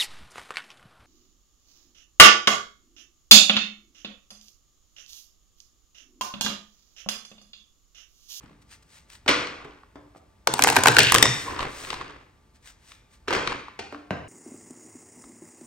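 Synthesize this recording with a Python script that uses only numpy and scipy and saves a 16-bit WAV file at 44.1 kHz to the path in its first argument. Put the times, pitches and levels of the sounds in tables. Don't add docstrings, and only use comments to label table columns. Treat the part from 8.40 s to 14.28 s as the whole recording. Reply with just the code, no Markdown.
import sys
import numpy as np
from scipy import signal
from scipy.fft import rfft, irfft, next_fast_len
from scipy.io import wavfile
from scipy.ndimage import uniform_filter1d

SR = 44100
rng = np.random.default_rng(int(sys.argv[2]) if len(sys.argv) > 2 else 0)


def wrap_up_sound(samples):
    columns = np.atleast_2d(samples).T
    tamed = np.clip(columns, -1, 1)
    steps = np.round(tamed * 32767).astype(np.int16)
    wavfile.write(sys.argv[1], SR, steps)


N = 259308
T = np.arange(4096) / SR


def amp(db):
    return 10 ** (np.asarray(db) / 20)


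def unit(x):
    return x / np.sqrt(np.mean(x ** 2) + 1e-20)


def along(points, hz):
    f, v = np.transpose(points)
    return np.interp(np.log(hz + 1), np.log(f + 1), v)


def filtered(x, response):
    n = x.shape[-1]
    size = next_fast_len(n + 4096)
    spectrum = rfft(x, size) * response(np.fft.rfftfreq(size, 1 / SR))
    return irfft(spectrum, size)[..., :n]


def noise(spectrum, side, size):
    def shape(hz):
        return amp(along(spectrum, hz)) * np.array([np.ones_like(hz), amp(along(side, hz))])

    mid, difference = filtered(rng.standard_normal((2, size)), shape)
    return unit(np.array([mid + difference, mid - difference]))


def resonance(hz, width, skirt_db):
    low, high = hz / 2 ** width, hz * 2 ** width
    return [(hz / 8, -60), (low, skirt_db), (hz, 0), (high, skirt_db), (hz * 16, -60)]


def burst(rise, t60):
    shape = (1 - np.exp(-(T / rise) ** 2)) * amp(-60 * T / t60)
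    return shape / shape.max()


def hit(rise, t60, spectrum, side):
    envelope = burst(rise, t60)
    return unit(envelope * noise(spectrum, side, len(T))) * np.sqrt(np.mean(envelope ** 2))


def strokes(rows, sharpness=1.7):
    t = np.arange(N) / SR
    power = 0
    for middle, db, length in rows:
        distance = np.abs(2 * (t - middle) / length)
        power = power + amp(db - 10 * distance ** sharpness) ** 2
    return np.sqrt(power)


def surge(s, rise, fall_db_per_s):
    age = np.maximum(np.arange(N) / SR - s, 0)
    return (1 - np.exp(-age / rise)) * amp(-fall_db_per_s * age)


def grain(rate, depth_db):
    knots = rng.standard_normal(N // 8)
    wander = np.interp(np.arange(N) * rate / SR, np.arange(len(knots)), knots)
    return unit(amp(depth_db * wander))


def add(track, s, sound):
    part = track[:, max(round(s * SR), 0):][:, :sound.shape[-1]]
    part += sound[..., :part.shape[-1]]


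# [pitch_hz, level_db]
AIR_COLOUR = [(25, -21.5), (50, -1), (134, -11), (620, -25), (7310, -38), (16000, -49)]
# [pitch_hz, side_minus_mid_db]
DIFFUSE_WIDTH = [(60, -15.5), (250, -10), (700, -2), (2000, -2), (6000, -21.5), (11000, -16.5)]


def hush(air_db=-60):
    return amp(air_db) * noise(AIR_COLOUR, DIFFUSE_WIDTH, N)


# [pitch_hz, level_db]
HUM_TONES = [(72, -76), (878, -79), (1174, -79.5)]


def hum():
    t = np.arange(N) / SR
    return sum(amp(db) * np.sqrt(2) * np.sin(2 * np.pi * hz * t) for hz, db in HUM_TONES)


# [pitch_hz, level_db]
WALL_COLOUR = [(30, -8.5), (70, 0.5), (125, -2), (200, 1.5), (350, -3.5), (2500, -2.5), (6000, -0.5),
               (9500, -5.5), (12000, -15), (16000, -22)]
# [pitch_hz, t60_s]
ROOM_DECAY = [(80, 1), (210, 0.66), (560, 0.64), (1500, 0.73), (4500, 0.58), (10000, 0.5), (16000, 0.22)]
# [pitch_hz, relative_level_db]
ROOM_TONES = [(293, -13), (424, -25), (488, -20), (1020, -20.5), (1176, -25)]
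ROOM_TONE_T60_S = 0.64


def room(x, build=0.00093):
    hz, t, z = signal.stft(noise(WALL_COLOUR, DIFFUSE_WIDTH, SR), SR, nperseg=256)
    dying_by_pitch = amp(-60 * t / along(ROOM_DECAY, hz)[:, None])
    fade = dying_by_pitch * (1 - np.exp(-(t / build) ** 2))
    tail = signal.istft(z * fade, SR, nperseg=256)[1]
    age = np.arange(tail.shape[1]) / SR
    dying = amp(-60 * age / ROOM_TONE_T60_S)
    tones = sum(amp(db) * np.sin(2 * np.pi * f * age) for f, db in ROOM_TONES)
    answer = tail / np.linalg.norm(tail[0]) + tones * dying / np.linalg.norm(dying)
    return signal.fftconvolve(x[:1], answer, axes=1)[:, :N]


# [pitch_hz, side_minus_mid_db]
NEAR_WIDTH = [(100, -12.5), (900, -11.5), (2500, -1.5), (8000, -7), (15000, -28)]
# [start_s, relative_level_db, pitch_hz]
FINGER_BUMPS = [(0.038, -42.5, 106.4), (0.107, -48.5, 200), (1.558, -50, 293.7), (1.747, -47, 720),
                (1.759, -43, 400)]


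def bumps(room_db=-6):
    out = np.zeros((2, N))
    for s, db, hz in FINGER_BUMPS:
        colour = resonance(hz, width=0.25, skirt_db=-10.5)
        add(out, s, amp(db) * hit(rise=0.0025, t60=0.016, spectrum=colour, side=NEAR_WIDTH))
    return out + amp(room_db) * room(out)


# [middle_s, relative_level_db, length_s]
CARD_SLIDES = [(0.03, -71, 0.13), (0.225, -63, 0.021), (0.33, -51, 0.067), (0.429, -57, 0.01),
               (0.555, -55.5, 0.12), (0.703, -48, 0.0057), (0.74, -52, 0.077), (1.775, -62, 0.032),
               (2.96, -41, 0.36), (3.22, -49, 0.068), (3.43, -43.5, 0.25), (4.16, -63, 0.034),
               (4.28, -50.5, 0.077), (4.505, -56.5, 0.15), (4.74, -61, 0.064)]
# [middle_s, relative_level_db, length_s]
FINGER_WORK = [(0.05, -54, 0.23), (1.22, -48.5, 0.33), (3.09, -34.5, 0.16), (3.215, -28.5, 0.19),
               (3.55, -37, 0.39), (4.97, -35, 0.11), (5.105, -31, 0.16)]
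# [middle_s, relative_level_db, length_s]
DECK_SQUEAKS = [(3.089, -30.5, 0.0393), (3.138, -37, 0.067)]
# [pitch_hz, level_db]
SWISH_COLOUR = [(200, -19), (900, -1), (2000, 3.5), (8500, 0), (11000, -10), (16000, -15)]
# [pitch_hz, level_db]
RUSTLE_COLOUR = [(40, 1.5), (130, -0.5), (200, -6), (330, 2.5), (700, -4), (1700, -4.5), (3000, -11.5),
                 (6000, -36.5), (14000, -54.5)]


def friction(slide_db=2, handling_db=-3.0, squeak_hz=1020, room_db=-15):
    fine_catching = grain(rate=740, depth_db=2.5)
    swish = strokes(CARD_SLIDES) * fine_catching * noise(SWISH_COLOUR, DIFFUSE_WIDTH, N)
    coarse_catching = grain(rate=170, depth_db=3.5)
    rustle = strokes(FINGER_WORK) * coarse_catching * noise(RUSTLE_COLOUR, DIFFUSE_WIDTH, N)
    stack = resonance(squeak_hz, width=.25, skirt_db=-24)
    squeak = strokes(DECK_SQUEAKS) * noise(stack, NEAR_WIDTH, N)
    out = amp(slide_db) * swish + amp(handling_db) * rustle + squeak
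    return out + amp(room_db) * room(out)


def flutter(count=400, level_db=1, spread_db=10, click_db=-2):
    work_db = 20 * np.log10(strokes(FINGER_WORK) + 1e-9)
    rows = []
    for k, (place, size) in enumerate(rng.uniform(0, 1, (count, 2))):
        at = int(N * (k + place) / count)
        ring_db = work_db[at] + level_db - spread_db * size
        if work_db[at] > -60:
            rows.append((at / SR, ring_db, ring_db + click_db))
    return rows


# [start_s, relative_ring_db, relative_click_db]
EDGE_TICKS = [(1.071, -35, -30), (1.201, -39, -54), (1.432, -43.5, -75), (3.178, -35.5, -40),
              (3.1914, -23.5, -27), (3.206, -28, -26), (3.228, -26, -31), (3.448, -40, -31),
              (3.503, -27.5, -21.5), (3.529, -23, -29), (3.541, -29, -30), (3.611, -27, -38),
              (4.518, -52, -40), (4.8807, -31.5, -33), (5.0737, -23, -17.5), (5.104, -27, -37),
              (5.126, -26, -30), (5.282, -34.5, -52), (5.545, -32, -52)]
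# [pitch_hz, level_db]
EDGE_COLOUR = [(800, -7), (2500, 7), (4500, 0.5), (9000, -13), (11000, -29.5), (16000, -44)]
STACK_HZ, GRIP_OCTAVES = 1121, 0.051


def ticks(ring_room_db=-16, click_room_db=-9):
    rings, clicks = np.zeros((2, N)), np.zeros((2, N))
    for s, ring_db, click_db in EDGE_TICKS + flutter():
        hz = STACK_HZ * 2 ** (GRIP_OCTAVES * rng.uniform(-0.79, 1))
        tone = np.sin(2 * np.pi * hz * T)
        blur = noise(resonance(hz, width=0.7, skirt_db=-12), NEAR_WIDTH, len(T))
        stack = .8 * tone + .7 * blur
        add(rings, s, amp(ring_db) * burst(rise=0.0018, t60=0.019) * stack)
        click = hit(rise=0.00071, t60=0.014, spectrum=EDGE_COLOUR, side=NEAR_WIDTH)
        add(clicks, s, amp(click_db) * click)
    return rings + clicks + room(amp(ring_room_db) * rings + amp(click_room_db) * clicks)


# [start_s, relative_level_db]
TABLE_HIT = (5.7068, -19)
# [pitch_hz, relative_level_db, t60_s]
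TABLE_TONES = [(76, -19, 0.075), (151, -9, 0.037), (238, -13.5, 0.039), (376, -10, 0.02), (638, -1, 0.024),
               (1007, -10, 0.022), (1556, -8, 0.044), (2060, -4, 0.0045), (2840, -9, 0.013),
               (3970, -13, 0.0065)]
# [pitch_hz, level_db]
CLACK_COLOUR = [(200, -26), (500, -10.5), (1100, 3.5), (1600, -2), (2400, -7.5), (3500, -17), (6000, -20),
                (12000, -35)]


def set_down(click_db=-12, room_db=-4.0):
    out = np.zeros((2, N))
    s, peak_db = TABLE_HIT
    for k, (hz, db, t60) in enumerate(TABLE_TONES):
        tone = (-1) ** k * np.sin(2 * np.pi * hz * T)
        add(out, s, amp(peak_db + db) * burst(.5 / hz, t60) * tone)
    click = hit(rise=0.00018, t60=0.044, spectrum=CLACK_COLOUR, side=NEAR_WIDTH)
    add(out, s, amp(peak_db + click_db) * click)
    return out + amp(room_db) * room(out)


# [start_s, relative_strength_db, brightness_db]
CARD_KNOCKS = [(0.861, -20.5, -12), (0.8776, -9, 10), (0.886, -5, 5), (0.89, -1.5, -9), (0.9003, -11, 2),
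               (0.9105, -10, 3), (1.2473, -30.5, -19), (1.556, -33.5, -19), (4.875, -26, -5),
               (4.8811, -11.5, -1.5), (4.906, -8, -10.5), (4.9259, -10.5, 2), (4.9328, -9.5, -0.5),
               (4.949, -9, -1), (4.9634, -12, -10.5), (5.39, -19.5, 4), (5.524, -24.5, -19.5)]
# [pitch_hz, level_db]
THUD_COLOUR = [(40, -16.5), (105, 0), (170, -13), (270, 1), (470, 5.5), (620, 2), (900, -12), (2000, -21),
               (6000, -66)]
THUD_DB, THUD_GROWS, THUD_LOSES = -21, 0.68, 0.078


def knocks(clack_gain_db=-11, edge_gain_db=-17, rattle_db=-6, settle_s=0.18, settle_db=21, room_db=-4.0, count=4):
    out = np.zeros((2, N))
    for s, db, bright_db in CARD_KNOCKS:
        edge = hit(rise=0.0025, t60=0.05, spectrum=EDGE_COLOUR, side=DIFFUSE_WIDTH)
        clack = hit(rise=0.00073, t60=0.021, spectrum=CLACK_COLOUR, side=NEAR_WIDTH)
        thud = hit(rise=0.0018, t60=0.075, spectrum=THUD_COLOUR, side=NEAR_WIDTH)
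        thud_db = THUD_DB + THUD_GROWS * db - THUD_LOSES * bright_db
        slap = amp(db + bright_db + edge_gain_db) * edge + amp(db + clack_gain_db) * clack + amp(thud_db) * thud
        add(out, s, slap)
        add(out, s, amp(room_db) * room(slap))
        for late in (np.arange(count) + rng.uniform(0, 1, count)) / count:
            tap = hit(rise=0.0003, t60=0.012, spectrum=CLACK_COLOUR, side=NEAR_WIDTH)
            tap_db = db + clack_gain_db + rattle_db - settle_db * late
            add(out, s + settle_s * late, amp(tap_db) * tap)
    return out


# [start_s, end_s, relative_level_db]
ZIP_RUN = (2.585, 2.725, -16)


def zipping():
    t = np.arange(N) / SR
    return uniform_filter1d(1.0 * ((t > ZIP_RUN[0]) & (t < ZIP_RUN[1])), size=900)


def zip_run(zip_hz=2750, rise=0.0022, fall_db_per_s=52):
    start, _, db = ZIP_RUN
    colour = resonance(zip_hz, width=0.6, skirt_db=-11.5)
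    rasp = grain(rate=380, depth_db=5) * noise(colour, DIFFUSE_WIDTH, N)
    return amp(db) * zipping() * surge(start, rise, fall_db_per_s) * rasp


FLOW_DB, FLOW_RISE_S, FLOW_FALL_DB_PER_S = -22, 0.99, 13.5


def flow(lull_db=-8):
    running = np.arange(N) / SR < CARD_SNAPS[-1][0]
    stream = running * surge(CARD_SNAPS[0][0], FLOW_RISE_S, FLOW_FALL_DB_PER_S)
    return amp(FLOW_DB + lull_db * zipping()) * uniform_filter1d(stream, size=900)


def flap(hz, swell=0.0022, overtones=((1.8, -5), (2.7, -8)), vary_db=3):
    envelope = (T / swell * np.exp(1 - T / swell)) ** 3

    def mode(f):
        return unit(envelope * noise(resonance(f, width=0.2, skirt_db=-17), NEAR_WIDTH, len(T)))

    upper = sum(amp(db + rng.normal(0, vary_db)) * mode(k * hz) for k, db in overtones)
    return (mode(hz) + upper) * np.sqrt(np.mean(envelope ** 2))


# [pitch_hz, level_db]
CRACK_COLOUR = [(300, -5.5), (900, 1), (2000, -3), (4000, -4.5), (8500, -3), (12000, -9), (16000, -16)]


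def loose_cards(stream, count=84, level_db=6, spread_db=5, flap_hz=950, crack_db=1):
    out = np.zeros((2, N))
    first, last = CARD_SNAPS[0][0], CARD_SNAPS[-1][0]
    for k, (place, size, pitch) in enumerate(rng.uniform(-1.3, 1, (count, 3))):
        s = np.interp(k + place, [-1, count], [first, last])
        crack = hit(rise=0.00062, t60=0.014, spectrum=CRACK_COLOUR, side=NEAR_WIDTH)
        card = flap(flap_hz * 2 ** (pitch / 2)) + amp(crack_db) * crack
        add(out, s, stream[round(s * SR)] * amp(level_db + spread_db * size) * card)
    return out


def puffs(level_db=-25, grows_db_per_s=6, hollow_hz=124, rise=0.025, fall_db_per_s=85):
    push = 0
    for s, _, flap_db, _ in CARD_SNAPS:
        push_db = flap_db + grows_db_per_s * (s - CARD_SNAPS[0][0])
        push = push + (amp(push_db) * surge(s, rise, fall_db_per_s)) ** 2
    hollow = resonance(hollow_hz, width=0.38, skirt_db=-14.0)
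    return amp(level_db) * np.sqrt(push) * noise(hollow, NEAR_WIDTH, N)


# [start_s, relative_crack_db, relative_flap_db, flap_pitch_hz]
CARD_SNAPS = [(2.0723, -3.5, -12, 857), (2.138, -5, -23.5, 1010), (2.1918, -11, -13.5, 877),
              (2.2218, -2.5, -16, 2300), (2.2376, 3.5, -17.5, 890), (2.2445, -11.5, -12.5, 820),
              (2.2716, -8, -13.5, 820), (2.2785, -7.5, -21.5, 1620), (2.2828, -13.5, -19.5, 890),
              (2.2868, -14, -17.5, 1495), (2.2999, -6, -17.5, 830), (2.3235, -16, -21.5, 855),
              (2.3574, -13, -22.5, 1000), (2.3645, -3, -10.5, 892), (2.3685, -9.5, -12, 851.5),
              (2.386, -15.5, -23.5, 909), (2.436, -2, -23.5, 739.5), (2.4572, -6, -7.5, 830),
              (2.4706, -1, -10.5, 877), (2.4745, -10, -12, 1570), (2.4825, -0.5, -11, 1400),
              (2.488, -18, -17.5, 850), (2.566, -9.5, -6.5, 1490), (2.5846, -2.5, -5.5, 1750),
              (2.59, 3.5, -12, 2810), (2.6023, -13, -14.5, 2400), (2.6316, -6, -22.5, 2520),
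              (2.7206, 0, -12.5, 1070), (2.7435, 2, -21, 990), (2.7485, 0, -8, 1093),
              (2.7586, -13.5, -14, 1680), (2.7825, -6.5, -15.5, 1950), (2.826, 6.5, -7.5, 1990),
              (2.8544, -13, -16, 1062)]
# [pitch_hz, level_db]
CUPPED_COLOUR = [(430, 0), (600, -4), (860, 1.5), (1230, -2.5), (1550, -0.5)]


def riffle(crack_gain_db=-7, flap_gain_db=2, pat_db=-16, scrape_db=-8, room_db=-11):
    stream = flow()
    catching = grain(rate=350, depth_db=5)
    scrape = stream * catching * noise(CLACK_COLOUR, NEAR_WIDTH, N)
    out = loose_cards(stream) + zip_run() + amp(scrape_db) * scrape
    out += amp(room_db) * room(out)
    for s, crack_db, flap_db, hz in CARD_SNAPS:
        crack = hit(rise=0.00054, t60=0.013, spectrum=CRACK_COLOUR, side=NEAR_WIDTH)
        pat = hit(rise=0.013, t60=0.11, spectrum=THUD_COLOUR, side=NEAR_WIDTH)
        landing = amp(flap_gain_db) * flap(hz) + amp(pat_db) * pat
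        snap = amp(crack_db + crack_gain_db) * crack + amp(flap_db) * landing
        add(out, s, snap)
        add(out, s, amp(room_db) * room(snap))
    return filtered(out, lambda hz: amp(along(CUPPED_COLOUR, hz))) + puffs()


def scene():
    background = hush() + hum()
    hands = bumps() + friction() + ticks()
    return background + hands + set_down() + knocks() + riffle()


# [pitch_hz, lead_radians]
PORT_LEAD = [(1900, 0), (2900, 1.08), (7500, 1.59), (8800, 0), (10300, -3.5), (11400, 0.5), (13800, -4.5),
             (15200, 1)]
TOP_HZ = 16300


def record(dry, presence_db=2.5):
    def left(hz):
        lean = amp(presence_db * np.interp(hz, [2400, 4400, 12000], [0, 1, 0]))
        return lean * np.exp(.5j * np.interp(hz, *np.transpose(PORT_LEAD)))

    heard = filtered(dry, lambda hz: np.array([left(hz), 1 / left(hz)]))
    return filtered(np.clip(heard, -1, 1), lambda hz: 1 / (1 + (hz / TOP_HZ) ** 80))


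dry = scene()
out = record(dry)
wrap_up_sound(out)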